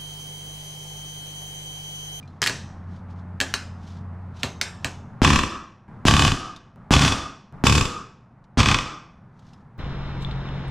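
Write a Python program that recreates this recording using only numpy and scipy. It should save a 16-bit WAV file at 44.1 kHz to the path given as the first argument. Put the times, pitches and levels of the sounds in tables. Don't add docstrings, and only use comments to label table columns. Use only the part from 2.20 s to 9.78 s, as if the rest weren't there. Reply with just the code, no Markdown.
import sys
import numpy as np
from scipy import signal
from scipy.fft import rfft, irfft
from scipy.io import wavfile
from scipy.ndimage import uniform_filter1d

SR = 44100
rng = np.random.default_rng(int(sys.argv[2]) if len(sys.argv) > 2 else 0)


def pcm_store(signal):
    levels = np.round(np.clip(np.atleast_2d(signal), -1, 1) * 32767)
    wavfile.write(sys.argv[1], SR, levels.astype(np.int16).T)


N = 334278
TIME = np.arange(N) / SR
HIT_TIME = TIME[:SR // 4]
BLOW_GAP_S, POP_TO_BLOW_S = .02785, .0288

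# start_s, level_db
RUMBLE_STRETCHES = [(0, -44.5), (.25, -41.5), (3.68, -41.5), (4.56, -45), (5.325, -40)]
# time_s, level_db
HUM_LEVELS = [(0, -50), (.45, -39), (1, -35.5), (2, -37), (2.85, -41.5), (3, -82)]
# middle_s, half_length_s, level_db
HAND_RUBS = [(0.045, 0.23, -71), (0.746, 0.056, -65.5), (0.914, 0.022, -66), (0.989, 0.027, -66.5),
             (1.7, 0.092, -58), (2.24, 0.065, -50.5), (2.7, .08, -55), (7.288, 0.11, -68)]
# start_s, level_db, pitch_hz, ring_db
METAL_TOUCHES = [(.028, -57, 2400, 11.5), (.076, -55.5, 4100, 1), (4.362, -41.5, 3590, -4),
                 (6.24, -61.5, 3080, -11), (7.192, -57, 3330, -10), (7.266, -59, 5460, -12),
                 (7.333, -53, 5160, -9)]
# start_s, level_db, knock_db, treble_db, pitch_hz
RATCHET_CLICKS = [(.218, -10.5, -4.5, 7, 1750), (0.2269, -3.5, -20.5, -1.5, 1750),
                  (0.2309, -11, -14, 2.5, 3500), (.239, -11, -23.5, 10, 3500), (0.2621, -6, -21, -1, 1750),
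                  (.2707, -10, -12, 8.5, 3500), (.274, -3, -13.5, 3, 5800), (0.296, -12, -5, -0.5, 1750),
                  (1.2024, -4.5, -12.5, 0.5, 1720), (1.212, -6.5, -7, 3.5, 1720),
                  (1.3395, -3, -16, 0, 4150), (2.232, -7.5, -4.5, 1.5, 3400), (2.413, -4, -15.5, 3, 5100),
                  (2.6454, -10, -5, 2, 2900)]
# start_s, stop_s, blow_db, sag_db_per_s, pop_db, hiss_db, push_db, treble_db
TRIGGER_PULLS = [(3.018, 3.156, -3.5, 24.5, 6.5, 1.5, 5, -3.5),
                 (3.853, 4.054, -2, 26.5, 1.5, 2.5, 5.5, 1.5), (4.7077, 4.848, -4.5, 22, 4, 5, 3.5, 0),
                 (5.439, 5.579, -4.5, 51, 1.5, -1, 4, 3), (6.373, 6.514, -6, -4, -11.5, 3, -1.5, -10)]

# pitch_hz, level_db, fade_s (time to fall by 60 dB)
CLAMP_NOTES = [(1700, 2, 0.023), (1940, -16.5, .04), (2550, -7, 0.13), (3152, 9.5, 0.021),
               (4280, -16, 0.023)]
METAL_NOTES = [(517, -19, 0.15), (859, -20.5, 0.13), (1074, -2, 0.064), (1162, 0.5, .059),
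               (1580, -7.5, 0.057), (1927, -7.5, 0.04), (2550, 1.5, 0.047), (3030, -2.5, 0.03),
               (3215, -5.5, 0.034), (3485, -4.5, 0.078), (3550, -12, 0.057), (4980, -9.5, 0.04),
               (5950, -16, 0.027)]
BENCH_NOTES = [(35, -2, .15), (63.3, -2, 0.029), (110, 11, .061), (149.1, -2.5, 0.1), (202, -1.5, 0.076),
               (278.5, -7.5, 0.13), (315.7, -6, 0.053)]

# pitch_hz, level_db
RUMBLE_TONE = [(20, -4), (65, -5), (120, 3.5), (220, -1), (300, -13.5), (480, -18), (850, -14), (1300, -18),
               (2000, -28.5), (3200, -43.5), (6000, -52), (10000, -59), (16000, -75.5)]
SNAP_TONE = [(100, -15), (450, -17), (1000, -3.5), (1700, 10), (3000, 5), (5200, 2), (7300, -3),
             (10500, -14.5), (13000, -16.5), (16000, -24)]
CRACK_TONE = [(100, 4), (400, -4.5), (850, 1), (1150, 8), (1400, 2), (2100, -4.5), (2500, 4.5), (3450, 1),
              (3800, -3.5), (5500, -5), (7500, -8), (10000, -22), (13000, -26), (16000, -50.5)]
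HISS_TONE = [(100, 7), (500, -5), (1200, 5), (2100, -2.5), (3400, 1), (4200, -3.5), (5600, -2.5),
             (7500, -9), (10000, -17.5), (13000, -36.5), (16000, -26.5)]
THUD_TONE = [(15, -11.5), (35, 4.5), (70, 7), (180, 2.5), (320, -6.5), (470, -28), (900, -32.5),
             (3000, -77.5)]
GARAGE_ECHO_TONE = [(30, -28), (80, -20), (160, -9), (450, 11), (1000, 0.5), (3000, 0), (6000, 4.5),
                    (10000, 4), (15000, -8)]
BENCH_ECHO_TONE = [(60, -14), (300, -1.5), (3000, -4.5), (8000, 1), (15000, -11.5)]
SKIN_TONE = [(500, -10.5), (1800, 3.5), (3500, 11), (6000, 6), (8500, -6), (11000, -14), (16000, -31)]
WOOD_TONE = [(40, -9.5), (120, -5.5), (220, -7.5), (450, -14), (800, -12), (1300, -17), (5000, -49)]
STEREO_TONE = [(30, -15), (80, -23.5), (250, -16.5), (3000, -12), (6000, -6.5), (9000, -4.5), (13000, -1)]

# pitch_hz, fade_s
GARAGE_ECHO_FADES = [(100, 0.74), (400, 0.51), (1200, 0.644), (3000, 0.51), (6000, 0.4734), (10000, 0.32),
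                     (15000, 0.3)]
BENCH_ECHO_FADES = [(200, .11), (1500, .26), (6000, .15), (14000, .1)]
# start_s, starts_closing_s, level_db
WIDE_MOMENTS = [(0, .3, -15.5), (2.884, 3.25, 0), (3.682, 4.05, -4), (5.317, 5.62, 2)]


def amp(db):
    return 10 ** (np.asarray(db) / 20)


def evened(x):
    return x / np.sqrt(np.mean(x ** 2) + 1e-20)


def look_up(table, hz):
    pitches, values = np.transpose(table)
    return np.interp(np.log(hz + 1), np.log(pitches + 1), values)


def add(mix, start_s, sound):
    part = mix[max(round(start_s * SR), 0):][:len(sound)]
    part += sound[:len(part)]


def fade(t, fade_s):
    return np.exp(-np.log(1000) * np.maximum(t, 0) / fade_s)


def noise(tone, size=N):
    gains = amp(look_up(tone, np.fft.rfftfreq(size, 1 / SR)))
    return evened(irfft(rfft(rng.standard_normal(size)) * gains, size))


def drift(rate_hz):
    gains = np.exp(-(np.fft.rfftfreq(N, 1 / SR) / rate_hz) ** 2)
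    return evened(irfft(rfft(rng.standard_normal(N)) * gains, N))


def burst(tone, fade_s, hold_s=0, rise_s=.0005):
    shape = (1 - np.exp(-(HIT_TIME / rise_s) ** 2)) * fade(HIT_TIME - hold_s, fade_s)
    return evened(noise(tone, len(HIT_TIME)) * shape) * np.sqrt(np.mean(shape ** 2))


def note(hz, db, fade_s):
    return amp(db) * fade(HIT_TIME, fade_s) * np.sin(2 * np.pi * hz * HIT_TIME)


def ring(notes, spread_db, detune=.016):
    out = 0
    for k, (hz, db, fade_s) in enumerate(notes):
        db += spread_db * rng.standard_normal()
        hz *= 1 + detune * rng.standard_normal()
        out += (-1) ** k * note(hz, db, fade_s)
    return out * (1 - np.exp(-HIT_TIME / .00017))


def brighten(x, db, corner_hz=5500):
    treble = x - signal.lfilter(*signal.butter(1, corner_hz, fs=SR), x)
    return x + (amp(db) - 1) * treble


def workshop_rumble(sink_db_per_s=34, sunk_db=-53, creep_db_per_s=2.5):
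    db = np.zeros(N)
    for start, steady_db in RUMBLE_STRETCHES:
        gun_stops = min(stop for _, stop, *_ in TRIGGER_PULLS if stop > start)
        since = np.maximum(TIME - gun_stops, 0)
        stretch_db = np.maximum(steady_db - sink_db_per_s * since, sunk_db + creep_db_per_s * since)
        db = np.where(TIME >= start, stretch_db, db)
    ceiling_db = max(steady_db for _, steady_db in RUMBLE_STRETCHES)
    return amp(np.minimum(db, ceiling_db)) * noise(RUMBLE_TONE)


def motor_hum(pitch_hz=89.3, octave_db=-9, waver_hz=6.4):
    phase = 2 * np.pi * np.cumsum(pitch_hz * (1 + .015 * drift(waver_hz))) / SR
    hum = np.sin(phase) + amp(octave_db) * np.sin(2 * phase)
    db = np.interp(TIME, *np.transpose(HUM_LEVELS))
    return amp(db + 2 * drift(waver_hz)) * hum


def handling():
    sliding = sum(amp(db) * np.exp(-((TIME - s) / half_s) ** 2) for s, half_s, db in HAND_RUBS)
    out = sliding * noise(SKIN_TONE) * amp(2 * drift(rate_hz=60))
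    for start, db, hz, ring_db in METAL_TOUCHES:
        tap = burst(SKIN_TONE, fade_s=.049, rise_s=.00066)
        add(out, start, amp(db) * (tap + note(hz, ring_db, fade_s=.088)))
    return out


def ratchet(snap_db=-3, catch_db=-6, body_db=-24):
    out = np.zeros(N)
    for start, db, knock_db, treble_db, hz in RATCHET_CLICKS:
        snap = brighten(amp(snap_db) * burst(SNAP_TONE, fade_s=.015, rise_s=.00032), treble_db)
        knock = amp(knock_db - 9) * burst(WOOD_TONE, fade_s=.13, rise_s=.0023)
        catch = ring([(hz, catch_db, .008)], spread_db=1)
        body = amp(body_db) * ring(CLAMP_NOTES, spread_db=3.5)
        add(out, start, amp(db) * (snap + knock + catch + body))
    return out


def valve(pop_s=.00023, thump_db=8, thump_hz=190, thump_s=.0012, lag_s=.0017, rattle_db=-5):
    out = np.zeros(N)
    pop_age, thump_age = HIT_TIME / pop_s, HIT_TIME / thump_s
    pop = pop_age * (2 - pop_age) * np.exp(1 - pop_age)
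    thump = thump_age * np.exp(1 - thump_age) * np.sin(2 * np.pi * thump_hz * HIT_TIME)
    for start, *_, pop_db, _, _, treble_db in TRIGGER_PULLS:
        tick = amp(-9) * burst(CRACK_TONE, fade_s=.034, rise_s=.0021)
        add(out, start, amp(pop_db) * brighten(amp(2) * pop + tick, treble_db))
        add(out, start + lag_s, amp(pop_db + thump_db) * thump)
        for delay in rng.uniform(.014, .027, size=3):
            rattle = pop + .5 * burst(CRACK_TONE, fade_s=.022)
            add(out, start + delay, amp(pop_db + rattle_db) * rattle)
    return out


def air_hiss(level_db=-16, surge_db=7, surge_s=.022, surge_width_s=.026, open_s=.014):
    out = np.zeros(N)
    air = noise(HISS_TONE) + amp(3) * noise(THUD_TONE)
    for start, stop, *_, hiss_db, _, treble_db in TRIGGER_PULLS:
        surge = surge_db * np.exp(-((TIME - start - surge_s) / surge_width_s) ** 2)
        flow = np.clip((TIME - start) / open_s, 0, 1) * fade(TIME - stop, fade_s=.32)
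        out += amp(hiss_db + surge) * flow * brighten(air, treble_db)
    return amp(level_db + 2 * drift(rate_hz=100)) * out


def hose_whistle(pitch_hz=1225, width_hz=60, fuzz_hz=190, level_db=-28, sag_db_per_s=42, refill_s=.22):
    off_hz = np.fft.rfftfreq(N, 1 / SR) - pitch_hz
    band = np.exp(-.5 * (off_hz / width_hz) ** 2) + amp(-12) * np.exp(-.5 * (off_hz / fuzz_hz) ** 2)
    flow = np.zeros(N)
    for start, stop, *_ in TRIGGER_PULLS:
        swell = np.clip((TIME - start) / (stop - start), 0, 1)
        since = np.maximum(TIME - stop, 0)
        flow += swell * amp(-sag_db_per_s * since) * fade(since - refill_s, fade_s=.4)
    whistle = evened(irfft(rfft(rng.standard_normal(N)) * band, N))
    return amp(level_db) * flow * whistle


def piston_strokes(start, stop, coast_s=.068, lag_s=.032):
    beats = np.arange(start + POP_TO_BLOW_S, stop + coast_s, BLOW_GAP_S)
    spent = np.maximum(beats - stop, 0) / coast_s
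    return np.transpose([beats + lag_s * spent ** 3, spent])


def hammer_blows(first_db=5, coasting_db=-11, rebound_s=.0022, rebound_db=-7):
    out = np.zeros(N)
    for start, stop, blow_db, sag_db_per_s, *_, treble_db in TRIGGER_PULLS:
        crack = amp(2.5) * burst(CRACK_TONE, fade_s=.011, hold_s=.003)
        for k, (hit_s, spent) in enumerate(piston_strokes(start, stop)):
            db = blow_db + first_db * (k == 0) - sag_db_per_s * k * BLOW_GAP_S
            db += coasting_db * spent ** 2 + rng.standard_normal()
            panel = amp(-15) * burst(CRACK_TONE, fade_s=.27)
            metal = amp(-1) * ring(METAL_NOTES, spread_db=.5, detune=.0065)
            add(out, hit_s, amp(db) * brighten(crack + panel + metal, treble_db))
            bounce_s = hit_s + rebound_s * rng.uniform(1, 1.3)
            add(out, bounce_s, amp(db + rebound_db) * burst(CRACK_TONE, fade_s=.011))
    return out


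def bench_recoil(bench_db=-11, thud_db=-9, lag_s=.0028, return_s=.0172, return_db=-1, weaken_db=-6):
    out = np.zeros(N)
    shove = amp(bench_db) * (1 - np.exp(-HIT_TIME / .0007)) * sum(note(*row) for row in BENCH_NOTES)
    for start, stop, *_, push_db, _ in TRIGGER_PULLS:
        for hit_s, _ in piston_strokes(start, stop):
            progress = np.clip((hit_s - start) / (stop - start), 0, 2)
            force = amp(push_db + weaken_db * progress ** 2)
            thud = amp(thud_db) * burst(THUD_TONE, fade_s=.077)
            add(out, hit_s + lag_s, force * (shove + thud))
            if hit_s < stop:
                add(out, hit_s + return_s + .0007 * rng.standard_normal(), force * amp(return_db) * shove)
    return out


def echoes(x, fades, tone, delay_s):
    hz, t, bands = signal.stft(rng.standard_normal(SR), SR, nperseg=256)
    fade_s = look_up(fades, hz)[:, None]
    same_energy = np.sqrt(2 * np.log(1000) / (fade_s * SR))
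    bands = bands * fade(t, fade_s) * amp(look_up(tone, hz))[:, None] * same_energy
    tail = signal.istft(bands, SR, nperseg=256)[1]
    return signal.fftconvolve(x, np.pad(tail, (round(delay_s * SR), 0)))[:N]


def stereo_spread(x, narrow_db=-40, open_s=.02, close_db_per_s=63.5):
    width = amp(narrow_db)
    for start, closes, db in WIDE_MOMENTS:
        opening = np.clip((TIME - start) / open_s, 0, 1)
        width = width + opening * amp(db - close_db_per_s * np.maximum(TIME - closes, 0))
    hz = np.fft.rfftfreq(1024, 1 / SR)
    lag = np.cumsum(rng.uniform(0, 1, len(hz)))
    smear = irfft(amp(look_up(STEREO_TONE, hz)) * np.exp(-1j * lag))
    side = width * signal.fftconvolve(x, smear)[:N]
    return np.array([x + side, x - side])


def scene():
    gun = hammer_blows() + bench_recoil() + valve() + air_hiss()
    clamp, hose = ratchet(), hose_whistle()
    near = echoes(amp(-8) * gun + amp(-3) * clamp, BENCH_ECHO_FADES, BENCH_ECHO_TONE, delay_s=.004)
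    to_walls = amp(-16) * gun + amp(-17) * ratchet() + amp(-25) * hose
    far = echoes(to_walls, GARAGE_ECHO_FADES, GARAGE_ECHO_TONE, delay_s=.018)
    return stereo_spread(gun + clamp + hose + near + far + handling() + workshop_rumble() + motor_hum())


def record(dry, threshold_db=-22, share=.53, recovery_db_per_s=110, bottom_hz=10, top_hz=15600):
    power = uniform_filter1d((dry ** 2).mean(0), size=260)
    power_db = 10 * np.log10(abs(power) + 1e-12)
    fall_db = TIME * recovery_db_per_s
    held_db = np.maximum.accumulate(power_db + fall_db) - fall_db
    over_db = np.maximum(held_db - threshold_db, 0)
    limited = dry * amp(-share * uniform_filter1d(over_db, size=130))
    rounded = limited / (1 + limited ** 6) ** (1 / 6)
    trimmed = signal.lfilter(*signal.butter(1, bottom_hz, "highpass", fs=SR), rounded)
    treble_cut = signal.firwin(511, top_hz, window=("kaiser", 9), fs=SR)
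    return signal.oaconvolve(trimmed, treble_cut[None], "same")


dry = scene()
out = record(dry)
pcm_store(out)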